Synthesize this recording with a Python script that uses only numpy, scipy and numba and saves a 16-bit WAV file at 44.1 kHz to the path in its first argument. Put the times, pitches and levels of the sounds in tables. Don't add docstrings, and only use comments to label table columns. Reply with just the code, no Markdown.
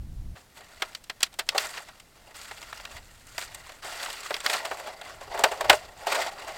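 import sys
import numpy as np
from scipy import signal
from scipy.fft import rfft, irfft
from scipy.io import wavfile
from numba import njit

SR = 44100
rng = np.random.default_rng(int(sys.argv[2]) if len(sys.argv) > 2 else 0)


def put_to_file(sound):
    columns = np.atleast_2d(sound).T
    safe = np.clip(columns, -1, 1)
    whole_steps = np.round(safe * 32767)
    wavfile.write(sys.argv[1], SR, whole_steps.astype(np.int16))


def boost_factor(decibels):
    exponent = np.asarray(decibels, float) / 20
    return 10 ** exponent


N = 289957

# frequency in Hz, relative level in dB.
BUFFET_COLOUR = [(8.8, -42.5), (15, 5), (74, -0.5), (155, -11.5), (327, -25.5), (395, -39), (419, -44),
                 (500, -44.5), (650, -85), (1100, -120)]
# moment in seconds, peak level in dB, time to fall 10 dB either side in seconds.
SURGES = [(.27, -40, .04), (.5, -60.5, 0.02), (2.95, -53, .35), (3.45, -57.5, 0.52), (5.25, -50, 0.14),
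          (5.7, -41, .05), (5.85, -55, .3), (6.5, -61.5, 0.56)]
CUT_S, EXPOSED_DB, LULL_DB = .355, -37.5, -65.5
# frequency in Hz, relative level in dB.
HISS_COLOUR = [(12, -22), (20, 1.5), (50, -10.5), (172, -12.5), (367, -16), (825, -17.5), (1000, -21.5),
               (2670, -25.5), (3160, -26.5), (4060, -25.5), (14300, -32), (16000, -36.5)]
HISS_DB = -59

# moment in seconds, strength in dB, hollowness in dB,
# brittleness in dB (both relative to the strength), tearing time in ms.
CRACKS = [(.352, -46, 1, -17, 12.36), (.567, -43.5, -2, -4, 9.87), (.606, -44, -1, -6.5, 2.81),
          (.82, -16.5, -10.5, -13.5, 2.69), (.849, -43, -1, -6, 0.9), (.949, -27.5, -24, -4, 1.05),
          (1.038, -46.5, -20, 2.5, 3.5), (1.097, -22, -17, -12.5, 1.5), (1.205, -32, -14, -3, 1.92),
          (1.218, -36, -12, -6, 0.93), (1.229, -10.5, -23.5, -2.5, 1.94), (1.261, -40.5, -10, -6, 5.1),
          (1.327, -44.5, -10, -6.5, 2.16), (1.34, -43, -8, 1, 1.1), (1.388, -21, -10, -3.5, 7),
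          (1.466, -54, 2, 4, 2), (1.489, -14, -30, -7.5, 1.2), (1.548, -30, 11, -17, 3),
          (1.579, -12.5, -22, -6, 2), (1.689, -39.5, -9, -5, 3.49), (1.766, -31, -9.5, -14, 12),
          (1.885, -37.5, -5.5, -14, 3.54), (1.997, -42.5, -14, -2, 4.4), (2.307, -45.5, -3, -8, 4.63),
          (2.414, -36.5, -16, -3, 1.46), (2.511, -29.5, -8, -19, 0.967), (2.516, -31.5, -9.5, -12.5, 0.87),
          (2.58, -42.5, -3.5, -8, 1.54), (2.616, -37.5, -9, -4, 1.29), (2.627, -30.5, -14.5, -18, 1.1),
          (2.728, -25, -14.5, -28, 1.2), (2.798, -33.5, -11.5, -26, 2.12), (2.852, -26, -18, -11, 1),
          (2.906, -41, -4, -9, 10), (2.965, -39.5, -7.5, -5.5, 4.05), (3.195, -57, -6, 6, 3),
          (3.268, -49.5, -6.5, 9, 2.83), (3.346, -50, 6, 3, 1.2), (3.38, -19.5, -12, -8, 1.2),
          (3.413, -29, -13.5, -5, 1.4), (3.424, -29, -11, -5.5, 1), (3.545, -38.5, -10.5, 7, 2.7),
          (3.692, -36, -5.5, -12.5, 2.01), (3.719, -41.5, -7, -4, 1.3), (3.843, -34.5, 2, -5.5, 6.25),
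          (3.877, -36.5, -3.5, -10, 2.03), (4.029, -25.5, -9, -6, 1), (4.059, -26, -9, -15, 1.93),
          (4.101, -30.5, -24, -2.5, 1.63), (4.128, -37.5, -17, 6, 1.63), (4.205, -38.5, -9.5, 4, 0.79),
          (4.262, -34, -16, -5, 1.83), (4.306, -23, -1, -16, 1), (4.341, -18, -20.5, -16.5, 1.47),
          (4.365, -29, -7, -4.5, 1), (4.403, -31.5, -12, -1, 0.93), (4.462, -12, -17.5, -11.5, 1.014),
          (4.497, -19.5, -12, -6.5, 2.63), (4.528, -19.5, -7.5, -10, 9.2), (4.648, -24, -4.5, -9.5, 6.68),
          (4.713, -27, 3, -22, 1), (4.77, -39, 0, -4, 2.7), (4.797, -36.5, 5, -2.5, 2.47),
          (4.872, -34, 3.5, -9, 1.065), (5.012, -32.5, -4.5, -9.5, 2.86), (5.21, -39.5, 4.5, -5.5, 1.21),
          (5.34, -33, 10, -11.5, 9), (5.375, -29, 1, -13.5, 1.32), (5.389, -29.5, 8.5, -1, 4.11),
          (5.408, -35, 5, -4, 1.2), (5.437, -7.5, 0, -8.5, 1.91), (5.513, -28, 6, -10, 5.73),
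          (5.608, -22.5, 2.5, -6, 2.34), (5.641, -30, 7.5, -11.5, 6.68), (5.696, -2.5, -3, -10, 3),
          (5.728, -17, 2.5, -8, 1.45), (6.068, -22.5, 3, -9, 2.12), (6.115, -21.5, 0.5, -7.5, 11.05),
          (6.144, -21, -1.5, -9.5, 10.65), (6.212, -24.5, -6, -9.5, 9.24), (6.389, -41, 0, -6, 10),
          (6.475, -35, 4.5, -6, 7.25)]
# frequency in Hz, relative level in dB.
WALL_COLOUR = [(900, -6.5), (1400, 1.5), (2100, 0.5), (3200, -0.5), (4500, -3), (6000, -9.5)]
# frequency in Hz, relative level in dB.
BRITTLE_COLOUR = [(5500, -15), (6300, -3), (7500, 5), (8800, -1.5), (10000, -12.5), (13000, -6.5),
                  (16000, -18.5)]
# frequency in Hz, relative level in dB, nominal ring time in seconds.
CELLS = [(403.8, -5.5, 0.101), (451.3, -12, 0.123), (547.8, -5.5, 0.0514), (574.8, -2, 0.0928),
         (640.34, -4, 0.1877), (688.1, -1, 0.0944), (762.6, -2.5, 0.1185), (863.7, -1, 0.0747),
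         (941, -9, 0.147), (1088, -6, 0.0803)]
DYING_S, DYING_DB_PER_HOLLOW_DB, DYING_S_PER_TEAR_S = .042, .25, 3.5
PAPER_FROM_S, PAPER_UNTIL_S, PAPER_DYING = 2.3, 3.45, .45
CELL_TILT_DB = -.4
TICK_DB, TICK_HZ, TICK_S = 4, 2400, .003

# start in seconds, length in seconds, relative force at the start in dB,
# growth to the end in dB, hollowness in dB.
STROKES = [(.36, .06, -56, -4, -4), (.55, .1, -56, -3, -3), (.66, .16, -60, 7, -2.5),
           (0.841, .13, -50, -8, -4), (1.471, 0.0544, -62, 12, 6), (1.549, .04, -41, 0, -3),
           (1.59, .08, -34, -4, -6), (1.685, .135, -41, -6, -6), (1.82, .16, -52, -10, -4),
           (2.151, 0.164, -63, 4.5, 2.5), (2.346, .22, -44, -9, -9), (2.567, .16, -50, 0, -7),
           (2.74, .07, -47, 0, -6), (2.82, .16, -54, 6, -1), (2.99, .2, -56, -5, -8),
           (3.2, .175, -62, 11, -12), (3.378, .075, -39, -5, -14), (3.472, 0.331, -49, -7.5, -4),
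           (3.825, .215, -43, 4, -4), (4.039, 0.427, -40.5, -7.5, -5.5), (4.44, .07, -39, 6, -1),
           (4.51, .08, -32, -6, -5), (4.592, 0.345, -42.5, -5, 4.5), (4.96, .04, -53, 0, 3.5),
           (5.03, .11, -49, 0, 3), (5.14, .07, -56, 0, 6), (5.21, .08, -49, -2, 5), (5.3, .13, -45, 2, 9),
           (5.44, .12, -37, -9, 5), (5.57, .12, -48, 4, 9), (5.709, .07, -31, -14, -6),
           (5.78, .15, -47, -13, 5), (5.93, .12, -58, 13, 4), (6.065, 0.2243, -33, -5.5, 1.5),
           (6.305, 0.2653, -50, 5, 4.5)]
GRIP_S, LET_GO_S = 0.0149, 0.0179
# frequency in Hz, relative level in dB.
STRAW_COLOUR = [(900, -4.5), (1350, 2), (1650, 0), (2050, -0.5), (3000, -5), (4500, -2.5), (6000, -9)]
# frequency in Hz, relative level in dB, nominal ring time in seconds.
PANELS = [(1135, -3, 0.029), (1392, 2, 0.045), (1892.4, 2.5, 0.0436), (2057.3, 0, 0.05), (2395, -8, 0.041),
          (2779, 0.5, 0.025), (3377, -7, 0.037), (4647, -3, 0.0277)]
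CRACKLE_DB, CRACKLE_DB_PER_HOLLOW_DB = -10, -0.344
STIR_DB, STIR_HOLLOW_DB = -66, -8.5


def colour(points, hz):
    table_hz, db = np.transpose(points)
    return np.interp(np.log(hz), np.log(table_hz), db)


def noise(points, db):
    hz = np.maximum(np.arange(N // 2 + 1) * SR / N, 1)
    spectrum = rfft(rng.standard_normal(N)) * boost_factor(colour(points, hz))
    x = irfft(spectrum, N)
    return boost_factor(db) * x / np.std(x)


def walk(rate, s):
    return np.interp(s * rate, np.arange(1000), rng.standard_normal(1000))


def buffeting():
    s = np.arange(N) / SR
    surges = sum(boost_factor(2 * db - 20 * np.abs(s - at) / fall) for at, db, fall in SURGES)
    exposed = boost_factor(2 * EXPOSED_DB) * np.clip((CUT_S - s) / 0.011, 0, 1)
    db = 10 * np.log10(boost_factor(2 * LULL_DB) + surges + exposed)
    return noise(BUFFET_COLOUR, db + 0.73 * walk(25, s))


def garden_hiss():
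    return noise(HISS_COLOUR, HISS_DB)


@njit
def add(out, start, hz, gain, t60, phase):
    for k in range(len(start)):
        turn = np.exp(2j * np.pi * hz[k] / SR - np.log(1000) / (t60[k] * SR))
        z = gain[k] * np.exp(1j * phase[k])
        for i in range(start[k], min(len(out), start[k] + int(t60[k] * SR))):
            out[i] += z.imag
            z *= turn


def ring(s, hz, gain, t60, phase):
    out = np.zeros(N)
    rows = np.broadcast_arrays(hz, gain, np.clip(t60, 1e-4, 1), phase)
    start = np.ravel(np.clip(s, 0, None) * SR).astype(np.int64)
    add(out, start, *(np.ravel(row) * 1. for row in rows))
    return out


def sheet(s, db, t60, tear_ms, points, tilt_db, ring_s, count):
    u = rng.random((len(s), count, 4))
    hz = points[0][0] * (points[-1][0] / points[0][0]) ** u[..., 0]
    t60 = t60[:, None] * (2500 / hz) ** 0.539
    tear = tear_ms[:, None] / 1000
    span = tear + .045
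    late = span * u[..., 1] ** 2
    after = np.maximum(late - tear, 0)
    dying = boost_factor(-60 * after / t60) + boost_factor(-20.5 - 60 * after / 0.098)
    swell = np.minimum(late / tear, 1) ** 0.62 * dying
    db = db[:, None] + colour(points, hz) + tilt_db[:, None] * np.log2(hz / np.median(hz))
    even = np.sqrt(u[..., 1] * span * hz / hz.mean() / count / ring_s)
    splinter_s = ring_s * (0.771 + 1.098 * u[..., 2])
    return ring(s[:, None] + late, hz, boost_factor(db) * swell * even, splinter_s, 2 * np.pi * u[..., 3])


def hollow_cells(s, cell_db, hollow_db, t60, tear_ms):
    hz, db, ring_s = np.repeat(np.transpose(CELLS), 3, axis=1)
    u = rng.random((len(s), len(hz), 3))
    late = (0.15005 * t60 + tear_ms / 1000)[:, None] * u[..., 0] ** 1.6
    db = db + CELL_TILT_DB * np.minimum(hollow_db, 0)[:, None] * np.log2(hz / 700)
    gain = boost_factor(cell_db[:, None] + db - 11.0)
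    ring_s = ring_s * (t60[:, None] / 0.091) ** 0.405
    return ring(s[:, None] + late, hz * (.94 + 0.1234 * u[..., 1]), gain, ring_s, 2 * np.pi * u[..., 2])


def cracks():
    s, wall_db, hollow_db, brittle_db, tear_ms = np.transpose(CRACKS)
    cell_db, top_db = wall_db + hollow_db, wall_db + brittle_db
    t60 = DYING_S * boost_factor(DYING_DB_PER_HOLLOW_DB * hollow_db) + DYING_S_PER_TEAR_S * tear_ms / 1000
    t60 = t60 * np.where((s > PAPER_FROM_S) & (s < PAPER_UNTIL_S), PAPER_DYING, 1)
    t60, tear_ms = np.maximum(t60, .005), np.maximum(tear_ms, .2)
    tilt_db = 0.332 * (top_db - cell_db)
    walls = sheet(s, wall_db + 13.5, t60, tear_ms, WALL_COLOUR, tilt_db, 0.00768, count=350)
    top = sheet(s, top_db + 15.5, 0.867 * t60, tear_ms, BRITTLE_COLOUR, 0 * s, 0.00486, count=350)
    cells = hollow_cells(s, cell_db, hollow_db, t60, tear_ms)
    tick_hz = TICK_HZ * boost_factor(.3 * brittle_db - .3 * hollow_db)
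    tick = ring(s, tick_hz, boost_factor(wall_db + TICK_DB) / (1 + tear_ms / 1.5), TICK_S, 0)
    return walls + top + cells + tick


def force(s):
    start, length, db, growth_db, hollow_db = np.transpose(STROKES)[..., None]
    grip = np.clip((s - start) / GRIP_S + .5, 0, 1)
    let_go = np.clip((start + length - s) / LET_GO_S + 1, 0, 1)
    strokes = (grip * let_go * boost_factor(db + growth_db * (s - start) / length)) ** 2
    stir = boost_factor(2 * STIR_DB) * (s > CUT_S) + 1e-10
    power = np.vstack([strokes, stir])
    hollow_db = np.vstack([hollow_db, [STIR_HOLLOW_DB]])
    edge_db = CRACKLE_DB + CRACKLE_DB_PER_HOLLOW_DB * hollow_db
    shares_db = 0 * hollow_db, hollow_db, edge_db
    return [10 * np.log10(np.sum(power * boost_factor(2 * share_db), axis=0)) for share_db in shares_db]


def grains(s, db, hz, cycles, scatter_db, count):
    size = boost_factor(scatter_db * rng.exponential(size=count))
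    size = size / np.sqrt(np.mean(size ** 2) * count)
    return ring(s, hz, size * boost_factor(db) * np.sqrt(hz), cycles / hz, 0)


def scratch(points, db, s, cycles, scatter_db):
    hz = rng.uniform(points[0][0], points[-1][0], len(s))
    return grains(s, db + colour(points, hz), hz, cycles, scatter_db, count=len(s))


def shake(modes, db, s, detune, share, scatter_db):
    hz, mode_db, t60 = np.transpose(modes)[:, rng.integers(len(modes), size=len(s))]
    hz = hz * (1 + detune * rng.standard_normal(len(s)))
    return grains(s, db + mode_db, hz, share * t60 * hz, scatter_db, count=len(s))


def drag():
    bunch = rng.standard_normal(1000)

    def slips(axis, count):
        s = rng.uniform(0, N / SR, count)
        shared = 2.33 * np.interp(s * 90, np.arange(len(bunch)), bunch)
        return force(s)[axis] + shared + 1.38 * walk(40, s), s

    db, s = slips(axis=0, count=30000)
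    straws = scratch(STRAW_COLOUR, db + 11.5, s, 18.3, 2.01)
    db, s = slips(axis=0, count=8000)
    panels = shake(PANELS, db + 1.0, s, 0.0156, 0.916, 1.93)
    db, s = slips(axis=1, count=12000)
    cells = shake(CELLS, db + 7.0, s, 0.0402, 0.727, 2.75)
    db, s = slips(axis=2, count=60000)
    edges = scratch(BRITTLE_COLOUR, db + 15.0, s, 22.23, 1.87)
    return straws + panels + cells + edges


def scene():
    no_bass = signal.butter(3, 330, "highpass", fs=SR, output="sos")
    trays = signal.sosfilt(no_bass, cracks() + drag())
    return (trays + buffeting() + garden_hiss())[None]


def band_limit(x):
    return signal.sosfilt(signal.butter(12, 16650, fs=SR, output="sos"), x)


def record(dry):
    mix = np.clip(dry, -1, 1)
    return band_limit(mix)


dry = scene()
out = record(dry)
put_to_file(out)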